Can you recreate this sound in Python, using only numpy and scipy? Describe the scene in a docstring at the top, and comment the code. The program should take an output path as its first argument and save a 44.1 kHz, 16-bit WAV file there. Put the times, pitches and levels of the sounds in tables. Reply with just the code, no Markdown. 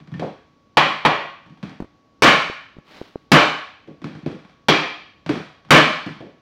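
"""Six hard wooden knocks ring out in a bare room: a hammer drives a block against the edge of a floor plank.
Each blow is a short burst of contact noise, filtered by the wood's resonances and prolonged by reverberation.
Around the blows come soft thuds and clicks, shuffling taps, ringing steel, one slide of the block over the
boards and dull finger bumps on the camera body, all over low room noise and a faint, nearly steady whine.
A fast limiter holds the loud blows down."""
import sys
import numpy as np
from scipy import signal
from scipy.fft import rfft
from scipy.io import wavfile
from scipy.ndimage import uniform_filter1d, minimum_filter1d

SR = 44100
rng = np.random.default_rng(int(sys.argv[2]) if len(sys.argv) > 2 else 0)


def to_wav(sig):
    """Store sig (one row per channel, or 1-D mono) as 16-bit WAV at the path in sys.argv[1].

    Samples outside -1..1 are clipped; the rate is SR.
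    """
    pcm = np.clip(np.atleast_2d(sig), -1, 1) * 32767
    pcm = np.round(pcm).astype(np.int16)
    wavfile.write(sys.argv[1], SR, pcm.T)  # frames by channels


N = 282681
HZ = np.fft.rfftfreq(16384, 1 / SR)  # frequency axis of every filter
TIME = np.arange(SR) / SR  # one second, the length of every single event

# hammer blows; stroke is 0 side tap, 1 full swing, 2 short swing:
# start_s, force_db, stroke, floor_thump_db, treble_crack_db, direct_sound_db, block_swing_db
BLOWS = [(0.7706, -4.5, 0, -12, -2, 2.5, 4.5), (1.0506, -8, 0, -8, -7.5, 6.5, 5.5),
         (2.2213, 2, 1, -3, 6.5, 8, -11), (3.3168, 1, 1, -2, 4.5, 8.5, -7),
         (4.6843, -6.5, 2, -2.5, 2, 2, -6.5), (5.7059, 2, 1, -0.5, 7, 9, 3)]
# the block set down, the hammer laid against it: start_s, thud_db, thud_top_hz, click_db
KNOCKS = [(0.118, -10.5, 170, -44.5), (0.141, -8, 180, -40.5), (0.196, -19.5, 476, -30.5),
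          (.222, -12.5, 690, -55), (1.629, -12.5, 257, -32.5), (3.875, -23.5, 456, -48.5),
          (4.018, -23, 303, -42.5), (4.043, -11, 294, -33), (4.151, -20.5, 308, -41.5),
          (4.262, -9, 408, -32.5), (5.2628, -12.5, 277, -30.5), (5.293, -5.5, 416, -21),
          (6.063, -11.5, 292, -31.5), (6.205, -20.5, 535, -45.5)]


def hammer(thump_hz=400, crack_hz=5000, direct_resonance=0.56, contact_delay_s=0.001):
    """Impact excitation: the block swings, slams into the plank, and contact force drives wood and room."""
    # spectrum of the steel-on-wood contact: pitch_hz, level_db
    contact_spectrum = [(20, 3), (60, 21.5), (105, 24), (140, 30), (400, 32.5), (750, 31.5), (1500, 30.5),
                        (3000, 30.5), (5000, 15.5), (7000, 6), (9500, -8), (15500, -16)]
    # direct path against the room path: pitch_hz, level_db
    direct_path = [(50, -33), (150, -18.5), (500, -34), (2000, -35.5), (4000, -30.5), (7000, -26.5),
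                   (14000, -21)]
    out = np.zeros(N)
    low = 1 / (1 + (HZ / thump_hz) ** 2)
    high = HZ ** 2 / (HZ ** 2 + crack_hz ** 2)
    block_hz, block_decay_s, block_rise_s = 950, 0.0012, 0.00066
    swing = np.sin(2 * np.pi * block_hz * TIME) * np.exp(-TIME / block_decay_s)
    swing *= 1 - np.exp(-TIME / block_rise_s)
    for s, force_db, stroke, thump_db, crack_db, direct_db, swing_db in BLOWS:
        # downward force adds thump, hard contact adds treble
        contact = amp(force_db + read(contact_spectrum, HZ) + thump_db * low + crack_db * high)
        body = wood(stroke)
        # the direct sound carries the resonances in flattened form
        direct_gain = amp(direct_db + read(direct_path, HZ)) * contact * body ** direct_resonance
        direct = reflected(colour(burst(decay_s=0.005), direct_gain))
        reverberant = colour(room_tail(build_s=0.0011), contact * body)
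        add(out, s, reflected(amp(swing_db) * swing))
        add(out, s + contact_delay_s, direct + reverberant)
    return out


def burst(decay_s, uneven_db=3.5):
    """Impulsive contact: one push, then a short, uneven chatter of wood on wood with exponential decay."""
    sign = rng.choice([-1., 1.], SR)
    size = evened(uniform_filter1d(rng.standard_normal(SR), size=24))
    chatter = evened(amp(uneven_db * size) * sign) * np.exp(-TIME / decay_s)
    chatter[0] += 6
    return chatter


def wood(stroke):
    """Modal resonance: where the block is hit decides how strongly each mode responds."""
    # modes of block, planks and floor: pitch_hz, width_hz, side_tap_db, full_swing_db, short_swing_db
    wood_modes = [(153.3, 12, 17, 12, 9), (167, 15, 4, 6, 11.5), (198.5, 17, 11, 5, 0),
                  (248.5, 8.6, 8.5, 10.5, 4.5), (309.4, 37, 13, 13.5, 17), (395, 31, -38.5, -3, 14),
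                  (432, 5.5, 12, 11.5, 12.5), (527, 100, 11.5, 8, 8), (608, 32, -18.5, 8.5, -12),
                  (717, 130, 8.5, 4.5, 9), (782, 110, 6.5, -3, -21), (970, 150, 9.5, -35.5, -7),
                  (1095, 82, 14, 12.5, 9.5), (1220, 240, 6.5, 7.5, 5), (1424, 28, 8, 8.5, 8),
                  (1518, 13, 5, 8.5, -3), (1576, 23, -3.5, 10.5, 9), (1724, 53, 8.5, 11.5, 7.5),
                  (1920, 110, 8, 2.5, 5), (2218, 110, 1.5, 7, 7.5), (2362, 40, 10.5, 9, 14),
                  (2454, 35, 11.5, -6, 7.5), (2920, 120, -23, -1, -14.5), (3012, 42, 6, 3.5, -11.5),
                  (3295, 120, 6.5, -13.5, 11.5), (4230, 820, 3.5, -1.5, 6), (4730, 150, 0, -81, 9.5),
                  (5710, 440, 0, -1, 9)]
    hz, width, *stroke_db = np.transpose(wood_modes)
    peaks = 1 / (1 + (2 * (HZ[:, None] - hz) / width) ** 2)  # power response of each mode
    power = amp(stroke_db[int(stroke)]) ** 2
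    return np.sqrt(1 + peaks @ power)


def room_tail(build_s):
    """Diffuse reverberation: dense reflections build up, then die band by band; spectrum levelled to 1."""
    # reverberation of the bare room: pitch_hz, t60_s
    room_decay = [(50, 0.36), (150, 0.48), (300, 0.4), (600, 0.49), (1200, 0.57), (2500, 0.61), (4500, 0.6),
                  (7000, 0.5), (11000, 0.47), (16000, .31)]
    hz, t, z = signal.stft(rng.choice([-1., 1.], SR), SR, nperseg=512)
    z = z * amp(-60 * t / read(room_decay, hz)[:, None])
    tail = signal.istft(z, SR, nperseg=512)[1][:SR]
    tail = tail * (1 - np.exp(-TIME / build_s))
    power = uniform_filter1d(abs(rfft(tail, 16384)) ** 2, size=14)
    return colour(tail, 1 / np.sqrt(power))


def reflected(x):
    """Specular reflection: delayed, scaled copies follow the direct sound."""
    # first reflections from floor, ceiling and walls: delay_s, level_db
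    first_echoes = [(.0022, -3.5), (.0046, -8), (.0094, -2.5), (0.0138, -5.5), (0.0208, -6.5),
                    (.029, -14.5)]
    out = x.copy()
    for delay_s, db in first_echoes:
        add(out, delay_s, amp(db) * x)
    return out


def knocks(floor_hz=125, thud_ring=0.7, thud_room_db=25, click_room_db=25, click_ring=0.54):
    """Contact stiffness: soft contacts thud in the floor, hard corners add a light click."""
    # spectrum of the light clicks: pitch_hz, level_db
    click_spectrum = [(100, -19), (600, 7), (1700, 5), (3500, -1), (5500, -11.5), (8000, -22.5),
                      (15000, -40)]
    out = np.zeros(N)
    # exponents below 1 flatten the resonances
    body = wood(0) ** thud_ring
    clack = amp(read(click_spectrum, HZ)) * wood(2) ** click_ring
    floor = (HZ / floor_hz) ** 3 / np.sqrt(1 + (HZ / floor_hz) ** 6)  # high-pass
    for s, thud_db, top_hz, click_db in small_contacts():
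        soft = 1 / np.sqrt(1 + (HZ / top_hz) ** 8)  # low-pass
        thud_room = room_tail(build_s=0.0055) * np.exp(-TIME / 0.19)
        thud = burst(decay_s=0.028) + amp(thud_room_db) * thud_room
        click = burst(decay_s=0.004) + amp(click_room_db) * room_tail(build_s=0.0017)
        add(out, s, colour(thud, amp(thud_db) * floor * soft * body))
        add(out, s, colour(click, amp(click_db) * clack))
    return out


def small_contacts(settle_s=0.048, settle_db=-9.5):
    """Repeated impact: each knock rocks once more, later and softer; shifting feet and hands tap in runs."""
    # feet and hands shifting, a run of soft taps: start_s, end_s, thud_db
    tap_runs = [(0.002, .11, -24.5), (1.462, 1.6, -26.5), (4.225, 4.26, -16.5), (4.39, 4.5, -35.5),
                (5.65, 5.7, -31.5)]
    tap_gap_s, tap_spread_db, tap_top_hz, tap_click_db = 0.059, 1.5, 218, -50
    rows = list(KNOCKS)
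    for (s, thud_db, top_hz, click_db), late in zip(KNOCKS, rng.random(len(KNOCKS))):
        rows.append((s + settle_s * (.5 + late), thud_db + settle_db, top_hz, click_db + settle_db))
    for start, end, db in tap_runs:
        gaps = rng.random(8)
        thuds, clicks = rng.standard_normal(8), rng.standard_normal(8)
        times = start + tap_gap_s * np.r_[0, np.cumsum(.5 + gaps)]
        for s, thud, click in zip(times, thuds, clicks):
            if s < end:
                thud_db, click_db = db + tap_spread_db * thud, tap_click_db + tap_spread_db * click
                rows.append((s, thud_db, tap_top_hz, click_db))
    return rows


def pings(head_hz=2560, head_t60_s=0.56, head_knock_db=-21, head_blow_db=-39.5):
    """Free vibration: the steel head rings in step with each knock's click and blow's force; boards sound notes."""
    # a tight joint or a hollow board sounding one note under load: start_s, pitch_hz, level_db, t60_s
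    board_notes = [(0.14, 1800, -37, .12), (.222, 714, -23, 0.018), (4.042, 1730, -44, 0.26)]
    out = np.zeros(N)
    for s, _, _, click_db in KNOCKS:
        add(out, s, mode(head_hz, click_db + head_knock_db, head_t60_s))
    for s, force_db, *_ in BLOWS:
        add(out, s, mode(head_hz, force_db + head_blow_db, head_t60_s))
    for s, hz, db, t60 in board_notes:
        add(out, s, mode(hz, db, t60))
    return out


def mode(hz, db, t60):
    """Damped oscillation: a single mode loses 60 dB in t60 seconds."""
    return amp(db - 60 * TIME / t60) * np.sin(2 * np.pi * hz * TIME)


def slide(start_s=2.837, rise_s=0.11, hold_s=0.05, fade_db_per_s=86.5, level_db=-45, grain_db=1.5):
    """Sliding friction: fine grains of noise as the block gathers speed over the boards, glides and fades."""
    # spectrum of wood rubbing on boards: pitch_hz, level_db
    rub_spectrum = [(80, -7), (280, 8.5), (600, 2.5), (1800, 1), (4000, -2), (6000, -14), (8500, -27),
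                    (15000, -29)]
    t = np.arange(N) / SR - start_s
    fading_s = np.maximum(t - rise_s - hold_s, 0)
    level = np.clip(t / rise_s, 0, 1) * amp(level_db - fade_db_per_s * fading_s)
    grains = evened(uniform_filter1d(rng.standard_normal(N), size=160))
    friction = rng.standard_normal(N) * amp(grain_db * grains)
    return level * evened(colour(friction, amp(read(rub_spectrum, HZ))))


def bumps(decay_cycles=0.49, rise_s=0.00035, casing_hz=600, rattle_s=0.0074):
    """Structure-borne sound: dull, dry pops reach the microphone through the casing; the lower, the longer."""
    # fingers bumping the camera body: start_s, level_db, pitch_hz, casing_rattle_db
    finger_bumps = [(1.8026, -11, 298, -12), (1.8219, -15.5, 241, -15), (1.844, -24, 294, -24),
                    (2.499, -10, 400, -43), (2.768, -26, 287, -35), (2.785, -27.5, 158, -24.5),
                    (3.0148, -11.5, 394, -33), (3.1575, -8, 400, -43)]
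    out = np.zeros(N)
    for s, db, hz, rattle_db in finger_bumps:
        swing = np.sin(2 * np.pi * hz * TIME) * np.exp(-TIME * hz / decay_cycles)
        swing *= 1 - np.exp(-TIME / rise_s)
        noise = rng.standard_normal(SR) * np.exp(-TIME / rattle_s)
        rattle = colour(noise, 1 / (1 + (HZ / casing_hz) ** 2))
        add(out, s, amp(db) * swing + amp(rattle_db) * rattle)
    return out


def background(air_db=-58.5, whine_hz=1121, whine_db=-66, waver_hz=0.32):
    """Stationary noise and a tone: shaped random noise under a thin whine whose frequency wavers slightly."""
    # relative spectrum of the quiet room: pitch_hz, density_db_per_hz
    quiet_spectrum = [(20, -38.5), (45, -9), (100, -4), (200, -4.5), (310, -3.5), (380, -11.5), (520, -11),
                      (1100, -21), (2000, -25.5), (4000, -28), (6000, -32), (8500, -51.5), (16000, -53.5)]
    air = evened(colour(rng.standard_normal(N), amp(read(quiet_spectrum, HZ))))
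    drift = evened(uniform_filter1d(rng.standard_normal(N), size=4000))
    phase = 2 * np.pi * np.cumsum(whine_hz + waver_hz * drift) / SR
    return amp(air_db) * air + amp(whine_db) * evened(np.sin(phase))


def amp(db):
    """Logarithmic level: decibels to amplitude gain."""
    return 10 ** (np.asarray(db) / 20)


def evened(x):
    """Effective value: scales a signal to rms 1."""
    return x / np.sqrt(np.mean(x ** 2) + 1e-20)


def read(points, hz):
    """Logarithmic pitch scale: interpolates a table along a log-frequency axis."""
    f, value = np.transpose(points)
    return np.interp(np.log(hz + 1), np.log(f), value)


def add(mix, s, sound):
    """Superposition: adds a sound into the mix, in place, at time s."""
    part = mix[max(round(s * SR), 0):][:len(sound)]
    part += sound[:len(part)]


def colour(x, gain):
    """Minimum-phase filtering by the gain on HZ: peaks ring after the hit, never before."""
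    log_gain = np.log(np.maximum(gain, 1e-5))
    circle = np.r_[log_gain, log_gain[-2:0:-1]]
    # the Hilbert transform of the log gain gives the causal phase
    response = np.exp(np.conj(signal.hilbert(circle)))
    taps = np.fft.ifft(response).real[:len(HZ)]
    return signal.fftconvolve(x, taps)[:len(x)]


def scene():
    """Superposition: all sources sum at one microphone."""
    return (hammer() + knocks() + pings() + bumps() + slide() + background())[None]


def record(dry, recovery_db_per_s=350, threshold_db=2.5, clip_level=0.94, edge_hz=16100):
    """Dynamic compression: a fast limiter, flattening of the peaks it lets through, then a band limit."""
    over_db = np.maximum(20 * np.log10(abs(dry[0]) + 1e-9) - threshold_db, 0)
    fall = np.arange(N) * recovery_db_per_s / SR
    gain_db = fall - np.maximum.accumulate(over_db + fall)  # instant drop, linear recovery in dB
    gain_db = uniform_filter1d(minimum_filter1d(gain_db, size=25), size=25)
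    limited = np.clip(dry * amp(gain_db), -clip_level, clip_level)
    low_pass = signal.firwin(601, edge_hz, window=("kaiser", 9), fs=SR)
    return signal.oaconvolve(limited, low_pass[None], "same")


dry = scene()
out = record(dry)
to_wav(out)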